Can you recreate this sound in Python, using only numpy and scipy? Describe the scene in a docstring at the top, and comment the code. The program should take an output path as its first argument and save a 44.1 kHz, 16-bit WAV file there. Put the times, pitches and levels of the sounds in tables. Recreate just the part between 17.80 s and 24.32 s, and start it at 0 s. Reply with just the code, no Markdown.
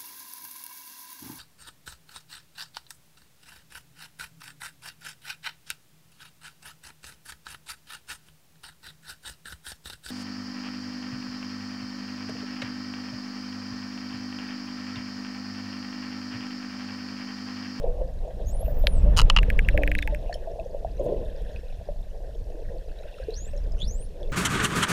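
"""Water rumbles round a submerged housing in the open sea, and the surface gurgles, splashes and fizzes.
A dolphin passes close and rises: it whistles, fires a burst of pulses and a click train, then whistles twice.
A low hum sounds briefly during the clicks. Whistles and hum are gliding sines; pulses ring housing modes;
clicks are filtered impulses. Bubbles are damped sines; flow, wash, hiss and splash are shaped noise."""
import sys
import numpy as np
from scipy import signal
from scipy.fft import rfft, irfft, next_fast_len
from scipy.io import wavfile
from scipy.ndimage import uniform_filter1d, map_coordinates

SR = 44100
rng = np.random.default_rng(int(sys.argv[2]) if len(sys.argv) > 2 else 0)


def pcm_store(signal):
    """Save signal as 16-bit PCM."""
    levels = np.round(np.clip(np.atleast_2d(signal), -1, 1) * 32767)
    wavfile.write(sys.argv[1], SR, levels.astype(np.int16).T)


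N = 287532

# whistle pitch, an arch and two upsweeps, one list each: time_s, pitch_hz
WHISTLE_PITCH = [
    [(.655, 6400), (.70, 6750), (.77, 10000), (.83, 11760), (.852, 13700), (.94, 15200), (.98, 14850),
     (1.054, 12200), (1.078, 11100), (1.178, 7760), (1.235, 7600)],
    [(5.52, 3940), (5.545, 4360), (5.56, 5570), (5.59, 6520), (5.65, 7100), (5.685, 8000), (5.725, 8700)],
    [(5.98, 2780), (6.03, 3550), (6.065, 5090), (6.125, 6720), (6.185, 7907), (6.28, 11050)],
]
# the same three whistles, before passage and edges: level_db, overtone_re_level_db, start_roughness_0_to_1
WHISTLE_LEVELS = [(-43, -1, 0.4), (-40.5, -23, 0.94), (-40.5, -13, 1)]
# how the housing passes a whistle, which swells and fades as it glides through: frequency_hz, gain_db
HOUSING_PASSAGE = [(2800, -14.5), (3500, 1.5), (4450, -6.5), (4950, -15.5), (5700, -4), (6700, -7.5),
                   (7900, -18), (9300, -7.5), (10400, -16), (11200, -7), (12000, -26), (13500, -15),
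                   (14400, -11), (15300, -24)]
# pulses, weak to loud; the first is the housing ringing under the lone click:
# start_s, strength_db, brightness_db
PULSES = [(1.0699, -24.5, -1), (1.3657, -26, 8), (1.3712, -21, 14.5), (1.3767, -18.5, 13.5),
          (1.3831, -20.5, 15), (1.3892, -10, 7), (1.3963, -10.5, 4), (1.404, -19.5, 10),
          (1.4159, -20.5, 13), (1.4993, -6, 1), (1.5637, -6.5, -4.5), (1.5714, -10, -4), (1.5866, -10, -10)]
# housing modes rung by a pulse: frequency_hz, gain_db, t60_s
HOUSING_MODES = [(1010, -14.5, 0.016), (1177, -4.5, 0.0066), (1880, -15.5, 0.0077), (2655, -16, 0.028),
                 (2890, -3, 0.019), (4100, -12, 0.0066), (4950, -10, 0.0022), (6630, -16.5, 0.0021),
                 (9000, -23, 0.0025), (12940, -28, 0.00078)]
# echolocation train, quickening and then slackening: start_s, knock_peak_db
CLICKS = [(1.6302, -20.5), (1.7014, -13.5), (1.7906, -9.5), (1.8868, -9.5), (1.9758, -12.5), (2.034, -14),
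          (2.0759, -13.5), (2.116, -14), (2.151, -14), (2.1878, -15.5), (2.226, -17), (2.2748, -18.5),
          (2.347, -24)]
# one harder click before the train: start_s, knock_peak_db, knock_top_hz
LONE_CLICK = (1.07, -5.5, 4240)
# low hum: time_s, pitch_hz
HUM_PITCH = [(1.91, 294.3), (1.98, 305), (2.03, 280.2), (2.13, 303.8), (2.22, 290.7), (2.38, 319)]
# the dolphin's back breaks the surface: time_s, level_db
SPLASH_LEVEL = [(3.12, -64), (3.18, -47), (3.2, -30.5), (3.235, -36.5), (3.27, -25.5), (3.34, -32.5),
                (3.42, -35.5), (3.55, -55)]
# splash spectrum: frequency_hz, relative_db_per_hz
SPLASH_SPECTRUM = [(110, 1.5), (180, -3), (280, -4.5), (450, 5.5), (620, 5), (800, -16.5), (1050, -19.5),
                   (1300, -59), (3500, -36), (7000, -65), (11000, -57), (15500, -61)]
# nearest big bubbles and wavelet slaps, before trim: start_s, level_db, pitch_hz, t60_s
GLOOPS = [(.04, -22.5, 531, 0.077), (.075, -27.5, 481, 0.26), (0.211, -23, 517, 0.13),
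          (.477, -27, 633, 0.035), (.827, -26.5, 635, 0.046), (.88, -23.5, 612, 0.04),
          (1.038, -21.5, 597, 0.058), (1.26, -26, 588, 0.18), (1.944, -20.5, 564, 0.049),
          (1.99, -22, 598, 0.12), (2.275, -35, 860, .11), (2.323, -27, 590, 0.17), (2.494, -25, 689, 0.072),
          (2.673, -25, 656, 0.081), (2.79, -24.5, 649, 0.096), (2.946, -22, 550, 0.024),
          (3.047, -18.5, 660, 0.025), (3.195, -19, 544, 0.049), (3.32, -21, 422.5, 0.12),
          (4.087, -22, 574, 0.028), (5.399, -29, 520, 0.066), (5.483, -21, 441, 0.07),
          (5.733, -33.5, 564, .12)]
# nearest small ringing pops, before trim: start_s, level_db, pitch_hz
POPS = [(1.848, -34.5, 2700), (2.02, -35, 2500), (2.183, -29, 3840), (2.223, -27.5, 3560),
        (2.526, -29.5, 1786), (2.529, -33, 4360), (2.541, -31.5, 5320), (2.543, -32, 3100),
        (2.546, -44, 10700), (2.797, -39, 2600), (3.761, -35, 2540), (5.188, -42.5, 3880),
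        (5.341, -41, 2670), (5.383, -43, 1340), (5.43, -40.5, 1630), (5.506, -39.5, 3900),
        (5.777, -43, 5360), (5.921, -43, 5060), (6.43, -39, 3400)]
# stirring of the surface, as gurgle level before trims: time_s, level_db
SURFACE_LEVEL = [(0, -41), (0.22, -42), (0.34, -49), (0.6, -45.5), (0.95, -44.5), (1.4, -42), (1.8, -45),
                 (2.0, -39), (2.12, -44.5), (2.35, -44), (2.75, -43), (3.05, -46), (3.35, -43),
                 (3.95, -53.5), (4.7, -45.5), (5.45, -49.5), (6.2, -51.5), (6.5, -43.5)]
# gurgle pitch, lower as its bubbles grow: time_s, pitch_ratio
GURGLE_PITCH = [(0, 0.98), (.9, 1.015), (1.5, 0.91), (2.8, 1.003), (3.3, 0.87), (4.0, 1.04), (4.8, .9),
                (5.4, 1.006), (6.5, 0.85)]
# gurgle spectrum: frequency_hz, relative_db_per_hz
GURGLE_SPECTRUM = [(120, -24), (200, -16.5), (298, -16.5), (386, -5), (418, -4), (481, 3.5), (589, 4.5),
                   (695, 0.5), (806, -9.5), (1140, -24.5), (1300, -55), (1690, -71), (2860, -120)]
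# hiss of foam and of water rushing past, before trim: time_s, level_db
HISS_LEVEL = [(0, -65.5), (.8, -61.5), (1.5, -55.5), (2.3, -56.5), (2.9, -66.5), (3.75, -56.5), (4.25, -68),
              (4.9, -65.5), (5.45, -54.5), (6.1, -72), (6.5, -61.5)]
# resonances that colour the hiss: centre_hz, width_hz, relative_db
HISS_RINGS = [(1720, 380, 2), (2652, 355, 0.5), (3520, 890, -5), (5400, 190, -7.5), (9600, 1550, -19.5),
              (13900, 1200, -25)]
# broad hiss spectrum: frequency_hz, relative_db_per_hz
HISS_SPECTRUM = [(1000, 18.5), (1250, -34), (1700, 6), (2150, -15), (2650, -7), (3500, 8), (4500, -28),
                 (5400, -9), (7500, -32), (11000, -30), (15000, -48), (16000, -37)]
# steady far-sea spectrum: frequency_hz, relative_db_per_hz
FAR_SEA_SPECTRUM = [(1000, -21), (1300, -15.5), (1800, -5), (2500, -13), (4000, -5.5), (5500, -7.5),
                    (8000, -11.5), (15000, -15.5), (16000, -41)]
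# flow round the housing, highest as the dolphin passes, as rumble level before eddies: time_s, level_db
FLOW_LEVEL = [(0, -23), (0.52, -31.5), (0.7, -23.5), (0.95, -23), (1.15, -16.5), (1.35, -14), (1.85, -17),
              (2.3, -26), (2.8, -35.5), (3.1, -29.5), (3.6, -31.5), (3.85, -32.0), (4.3, -32), (4.9, -31.5),
              (5.3, -38), (5.9, -24), (6.4, -32.5), (6.52, -22.5)]
# rumble spectrum: frequency_hz, relative_db_per_hz
RUMBLE_SPECTRUM = [(8.8, -59), (15, 2.5), (27, 4), (44, -2), (91, -17.5), (156, -25.5), (184, -23.5),
                   (233, -35), (300, -35), (390, -57.5), (660, -120)]
# spectrum of water rushing past the housing: frequency_hz, relative_db_per_hz
RUSH_SPECTRUM = [(150, 12.5), (300, -6.5), (700, -1.5), (1100, -8), (1600, -17.5), (3200, -21.5),
                 (4500, -51), (9000, -52.5), (15500, -38)]

RASP_S, RASP_BLUR_DB, RASP_SWING = 0.077, -6, .06   # the rasp clears in this time; swing is a pitch ratio
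WHISTLE_ATTACK_S, WHISTLE_RELEASE_S = .025, 0.045
WHISTLE_START_DB, WHISTLE_END_DB = -15, -23   # each swells from, and sinks to, these offsets
PULSE_ECHO_MEAN_S, PULSE_ECHO_DB = 0.001536, -7.5
LOW_RING_DB, LOW_RING_FOLLOWS = -2, 0.31   # lowest modes; share of the brightness they gain too
KNOCK_TOP_HZ, CLICK_ECHO_DB = 2670, -12.5
TICK_DB, TICK_FOLLOWS, TICK_T60_S = -24.5, 0.48, .005   # at a 0 dB knock; share of the knock level followed
HUM_DB, HUM_ATTACK_S, HUM_FADE_DB_PER_S = -36, .075, 45
HUM_OCTAVE_DB, OCTAVE_EXTRA_FADE_DB_PER_S = 0.5, 101   # re the fundamental
SPRAY_DB = -63
CRACKLE_DB, SNAP_DB = -68.5, -16   # at mean hiss and mid-scene; snaps re the rings
CRACKLE_FOLLOWS, CRACKLE_GROWS_DB_PER_S = .3, 1.03   # share of the hiss's swing; the wake fills with bubbles
FAR_SEA_DB = -67.5
EDDY_DB, EDDY_RATE_HZ = 2.0, 12.7   # spread of the flow level
CUTOFF_HZ = 16000


def from_db(db):
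    """Decibels to gain."""
    return 10 ** (np.asarray(db) / 20)


def rms_one(x):
    """Scale to rms 1."""
    return x / np.sqrt(np.mean(x ** 2) + 1e-20)


def in_time(rows):
    """Each column of a curve at every sample."""
    s, *columns = np.transpose(rows)
    return [np.interp(np.arange(N) / SR, s, c) for c in columns]


def sounding(rows, fade_s=0.0043):
    """1 between the first and last row of a curve, with short fades."""
    t = np.arange(N) / SR
    return np.clip(np.minimum(t - rows[0][0], rows[-1][0] - t) / fade_s, 0, 1)


def add(out, start_s, sound):
    """Mix a short sound in."""
    i = int(np.clip(round(start_s * SR), 0, N - 1))
    out[i:i + len(sound)] += sound[:N - i]


def noise(count=N):
    """White noise."""
    return rng.standard_normal(count)


def band(x, low_hz, high_hz, order=2):
    """Causal band-pass."""
    edges_hz = [low_hz, min(high_hz, SR / 2 - 500)]
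    return signal.sosfilt(signal.butter(order, edges_hz, "band", fs=SR, output="sos"), x)


def drift(rate_hz):
    """Slow random wander with spread 1: noise through two equal low-pass poles."""
    r = np.exp(-40 * np.pi * rate_hz / SR)   # made at SR / 20
    slow = signal.lfilter([1], [1, -2 * r, r * r], noise(N // 20 + 2002))[2000:]
    return np.interp(np.arange(N) / 20, np.arange(len(slow)), rms_one(slow))


def colour(x, spectrum):
    """Apply a spectrum interpolated over log frequency; rms 1."""
    hz, db = np.transpose(spectrum)
    size = next_fast_len(N)
    f = np.maximum(np.arange(size // 2 + 1) * SR / size, 1)
    gain = from_db(np.interp(np.log(f), np.log(hz), db, left=-120, right=-120))
    return rms_one(irfft(rfft(x, size) * gain, size)[:N])


def grains(per_s, spread_db):
    """Random clicks, most of them small and a few large."""
    sizes = from_db(spread_db * np.minimum(rng.exponential(1, N), 4)) * rng.choice([-1, 1], N)
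    return sizes * (rng.random(N) < per_s / SR)


def ringing(hz, t60_s, rise, attack_cycles):
    """Damped sine, envelope peak 1; a bubble's pitch rises as it nears the surface."""
    t = np.arange(int(t60_s * SR) + 2) / SR
    envelope = (1 - np.exp(-(t * hz / attack_cycles) ** 2)) * from_db(-60 * t / t60_s)
    return envelope / envelope.max() * np.sin(2 * np.pi * hz * t * (1 + rise * t / t60_s))


def scatter(x, wet_db, spread_s, count=40):
    """Faint, quickly dying reflections from the rippled surface."""
    out = x.copy()
    for late, size in zip(rng.uniform(0.037, 1, count), noise(count)):
        lag = int(late * spread_s * SR) + 1
        out[lag:] += x[:-lag] * size * from_db(wet_db - 24.3 * late) / np.sqrt(count / 7)
    return out


def whistles(waver=0.004, overtone_top_hz=15000, flutter_db=3.0, echo_db=-13.5, echo_spread_s=.05):
    """Nearly pure glides with flickering overtones; each begins with a rasp of fast pitch and level jitter."""
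    out, t = np.zeros(N), np.arange(N) / SR
    for pitch, (db, overtone_db, first_rough) in zip(WHISTLE_PITCH, WHISTLE_LEVELS):
        since, left = t - pitch[0][0], pitch[-1][0] - t
        rough = first_rough * np.clip(1 - since / RASP_S, 0, 1)
        edge_db = WHISTLE_START_DB * np.clip(1 - since / WHISTLE_ATTACK_S, 0, 1)
        edge_db += WHISTLE_END_DB * np.clip(1 - left / WHISTLE_RELEASE_S, 0, 1)
        envelope = sounding(pitch) * from_db(db + edge_db + (flutter_db + 3.1 * rough) * drift(130))
        hz, = in_time(pitch)
        jittered_hz = hz * (1 + waver * drift(56) + RASP_SWING * rough * drift(400))
        phase = 2 * np.pi * np.cumsum(jittered_hz) / SR
        first, second, third = (
            from_db(np.interp(k * hz, *np.transpose(HOUSING_PASSAGE))) * np.sin(k * phase)
            for k in range(1, 4))
        # overtones fade as the fundamental nears half of overtone_top_hz
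        overtone = from_db(overtone_db + drift(70)) / (1 + (2 * hz / overtone_top_hz) ** 20)
        blur = from_db(RASP_BLUR_DB) * rough * drift(500)
        tone = first * (1 + blur) + overtone * (second + rough * third)
        out += np.sqrt(2) * envelope * tone
    return scatter(out, echo_db, echo_spread_s)


def pulses(swell_cycles=2.05):
    """Each pulse and its close echo ring the housing a little differently; bright ones favour high modes."""
    out = np.zeros(N)
    for s, db, bright_db in PULSES:
        low_db = LOW_RING_DB + LOW_RING_FOLLOWS * bright_db
        tilt_limit_octaves = 1.3 if bright_db > 0 else 3
        echo = (PULSE_ECHO_MEAN_S * rng.uniform(.7, 1.3), PULSE_ECHO_DB)
        for lag_s, path_db in ((0, 0), echo):
            for (hz, mode_db, t60_s), (detune, late) in zip(HOUSING_MODES, noise((len(HOUSING_MODES), 2))):
                tilt_db = bright_db * np.clip(np.log2(hz / 2900), 0, tilt_limit_octaves)
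                tilt_db += low_db * (hz < 1500)
                ring = ringing(hz * (1 + 0.035 * detune), t60_s, 0, swell_cycles)
                add(out, s + lag_s + abs(late) * .0001, from_db(db + path_db + mode_db + tilt_db) * ring)
    return scatter(out, -15.5, 0.0077)


def echolocation(skirt_db=-17.5, low_hz=1600):
    """Very short clicks: a bright noise tick on a dull knock, a band-passed impulse."""
    out, t = np.zeros(N), np.arange(SR // 40) / SR
    impulse = signal.unit_impulse(len(t))
    for s, db, top_hz in [LONE_CLICK] + [(s, db, KNOCK_TOP_HZ) for s, db in CLICKS]:
        knock = band(band(impulse, low_hz, top_hz, order=5), 1130, 8200, order=8)
        knock += from_db(skirt_db) * band(impulse, top_hz * 0.91, top_hz * 1.24)
        tick = band(noise(len(t)) * from_db(-60 * t / TICK_T60_S), 5100, 15600)
        click = from_db(db) * knock / np.abs(knock).max()
        click += from_db(TICK_DB + TICK_FOLLOWS * db) * tick / np.abs(tick).max()
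        add(out, s, scatter(click, CLICK_ECHO_DB, 0.012))
    return out


def hum():
    """A soft low tone that swells, wavers and fades, its octave faster."""
    hz, = in_time(HUM_PITCH)
    since = np.arange(N) / SR - HUM_PITCH[0][0]
    fading_s = np.maximum(since - HUM_ATTACK_S, 0)
    swell = np.clip(since / HUM_ATTACK_S, 0, 1) ** 2
    envelope = sounding(HUM_PITCH) * swell * from_db(HUM_DB - HUM_FADE_DB_PER_S * fading_s)
    phase = 2 * np.pi * np.cumsum(hz * (1 + 0.0128 * drift(39))) / SR
    octave = from_db(HUM_OCTAVE_DB - OCTAVE_EXTRA_FADE_DB_PER_S * fading_s) * np.sin(2 * phase)
    return np.sqrt(2) * envelope * (np.sin(phase) + octave)


def splash(churn_db=2.5, spray_s=3.247, spray_width_s=0.018):
    """A short, churning cloud of air dragged under, with a brief swish of spray."""
    db, = in_time(SPLASH_LEVEL)
    envelope = sounding(SPLASH_LEVEL) * from_db(db + churn_db * drift(66.6))
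    churn = envelope * colour(noise(), SPLASH_SPECTRUM)
    swish = np.exp(-((np.arange(N) / SR - spray_s) / spray_width_s) ** 2)
    return churn + from_db(SPRAY_DB) * swish * rms_one(band(noise(), 8000, 12000, order=1))


def near_bubbles(gloop_trim_db=-0.5, slap_db=-17.0, pop_trim_db=-2.0, pop_t60_s=0.017):
    """Single gloops, each begun by a soft noise slap, and small chirping pops with a noise spit."""
    gloops, pops = np.zeros(N), np.zeros(N)
    t = np.arange(SR // 10) / SR
    for s, db, hz, t60_s in GLOOPS:
        swell = 1 - np.exp(-t / .003)
        slap = rms_one(band(noise(len(t)), hz * 0.7, hz * 1.09, order=3)) * swell * from_db(-60 * t / t60_s)
        add(gloops, s, from_db(db) * ringing(hz, t60_s, 0.043, 1.17))
        add(gloops, s, from_db(db + slap_db) * slap)
    for s, db, hz in POPS:
        spit = rms_one(band(noise(len(t)), hz * 0.9, hz * 1.54)) * from_db(-60 * t / 0.0059)
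        add(pops, s, from_db(db) * ringing(hz, pop_t60_s, 0.014, 3.2))
        add(pops, s, from_db(db - 5.0) * spit)
    gloops = from_db(gloop_trim_db) * scatter(gloops, -11, 0.11)
    return gloops + from_db(pop_trim_db) * scatter(pops, -10.5, 0.036)


def gurgle(gurgle_db, wash_db=-2.5, bubbles_db=-0.5, per_s=12, cycles=16, count=16):
    """A wash of many large bubbles, with nearer ones ringing out of it."""
    rings = sum(
        signal.oaconvolve(grains(per_s, 3.87), ringing(hz, cycles / hz, 0.083, 1.0))[:N]
        for hz in np.geomspace(280, 1000, count))
    wash = colour(noise(), GURGLE_SPECTRUM) * from_db(5.0 * drift(8.6))
    water = from_db(wash_db) * wash + from_db(bubbles_db) * colour(rings, GURGLE_SPECTRUM)
    ratio, = in_time(GURGLE_PITCH)
    # bigger bubbles ring slower: read at a varying speed
    resampled = map_coordinates(water, [np.cumsum(ratio)], order=3, mode="mirror")
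    return from_db(gurgle_db) * resampled


def crackle(level_db, per_s=14, t60_s=0.014, tilt_db_per_octave=1.0, count=16):
    """Tiny bubbles chirp at random; sharper snaps, filtered clicks, join them."""
    rings = sum(
        from_db(tilt_db_per_octave * np.log2(hz / 3500))
        * signal.oaconvolve(grains(per_s, 4.0), ringing(hz, t60_s, 0.076, 2.3))[:N]
        for hz in np.geomspace(1400, 6500, count))
    snaps = band(grains(25, 3.9), 5000, 13000)
    return from_db(level_db) * (rms_one(rings) + from_db(SNAP_DB) * rms_one(snaps))


def fizz(hiss_db, hiss_trim_db=-2.0, broad_db=-11.5, flicker_db=4.5):
    """Hiss of foam and of water rushing past, flickering in a few resonances, over the steady far sea."""
    rings = sum(
        band(noise(), hz - width_hz / 2, hz + width_hz / 2) * from_db(db + flicker_db * drift(25))
        for hz, width_hz, db in HISS_RINGS)
    hiss = rms_one(rings) + from_db(broad_db) * colour(noise(), HISS_SPECTRUM)
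    far_sea = from_db(FAR_SEA_DB) * colour(noise(), FAR_SEA_SPECTRUM)
    return from_db(hiss_db + hiss_trim_db) * hiss + far_sea


def flow(flow_db, rush_db=-29.0):
    """Eddies on the housing rumble; a weak rush grows faster than they do with the flow."""
    rumble = colour(noise(), RUMBLE_SPECTRUM)
    rumble /= np.sqrt(uniform_filter1d(rumble ** 2, SR // 7) + 0.039)   # even strength in a steady flow
    surge_db = uniform_filter1d(flow_db, SR // 4)
    rush_level_db = surge_db + 0.2 * (surge_db - surge_db.max()) + rush_db
    rush = from_db(rush_level_db) * colour(noise(), RUSH_SPECTRUM)
    return from_db(flow_db) * rumble + rush


def scene():
    """The dolphin over the moving water, in one channel."""
    (flow_db,), (gurgle_db,), (hiss_db,) = in_time(FLOW_LEVEL), in_time(SURFACE_LEVEL), in_time(HISS_LEVEL)
    t = np.arange(N) / SR
    crackle_db = CRACKLE_DB + CRACKLE_FOLLOWS * (hiss_db - hiss_db.mean())
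    crackle_db += CRACKLE_GROWS_DB_PER_S * (t - t.mean())
    dolphin = whistles() + pulses() + echolocation()
    water = splash() + near_bubbles() + gurgle(gurgle_db) + crackle(crackle_db) + fizz(hiss_db)
    eddying_flow = flow(flow_db + EDDY_DB * drift(EDDY_RATE_HZ))
    return (dolphin + hum() + water + eddying_flow)[None]


def record(dry):
    """Steep elliptic low-pass."""
    return signal.sosfilt(signal.ellip(10, .1, 90, CUTOFF_HZ, fs=SR, output="sos"), dry)


dry = scene()
out = record(dry)
pcm_store(out)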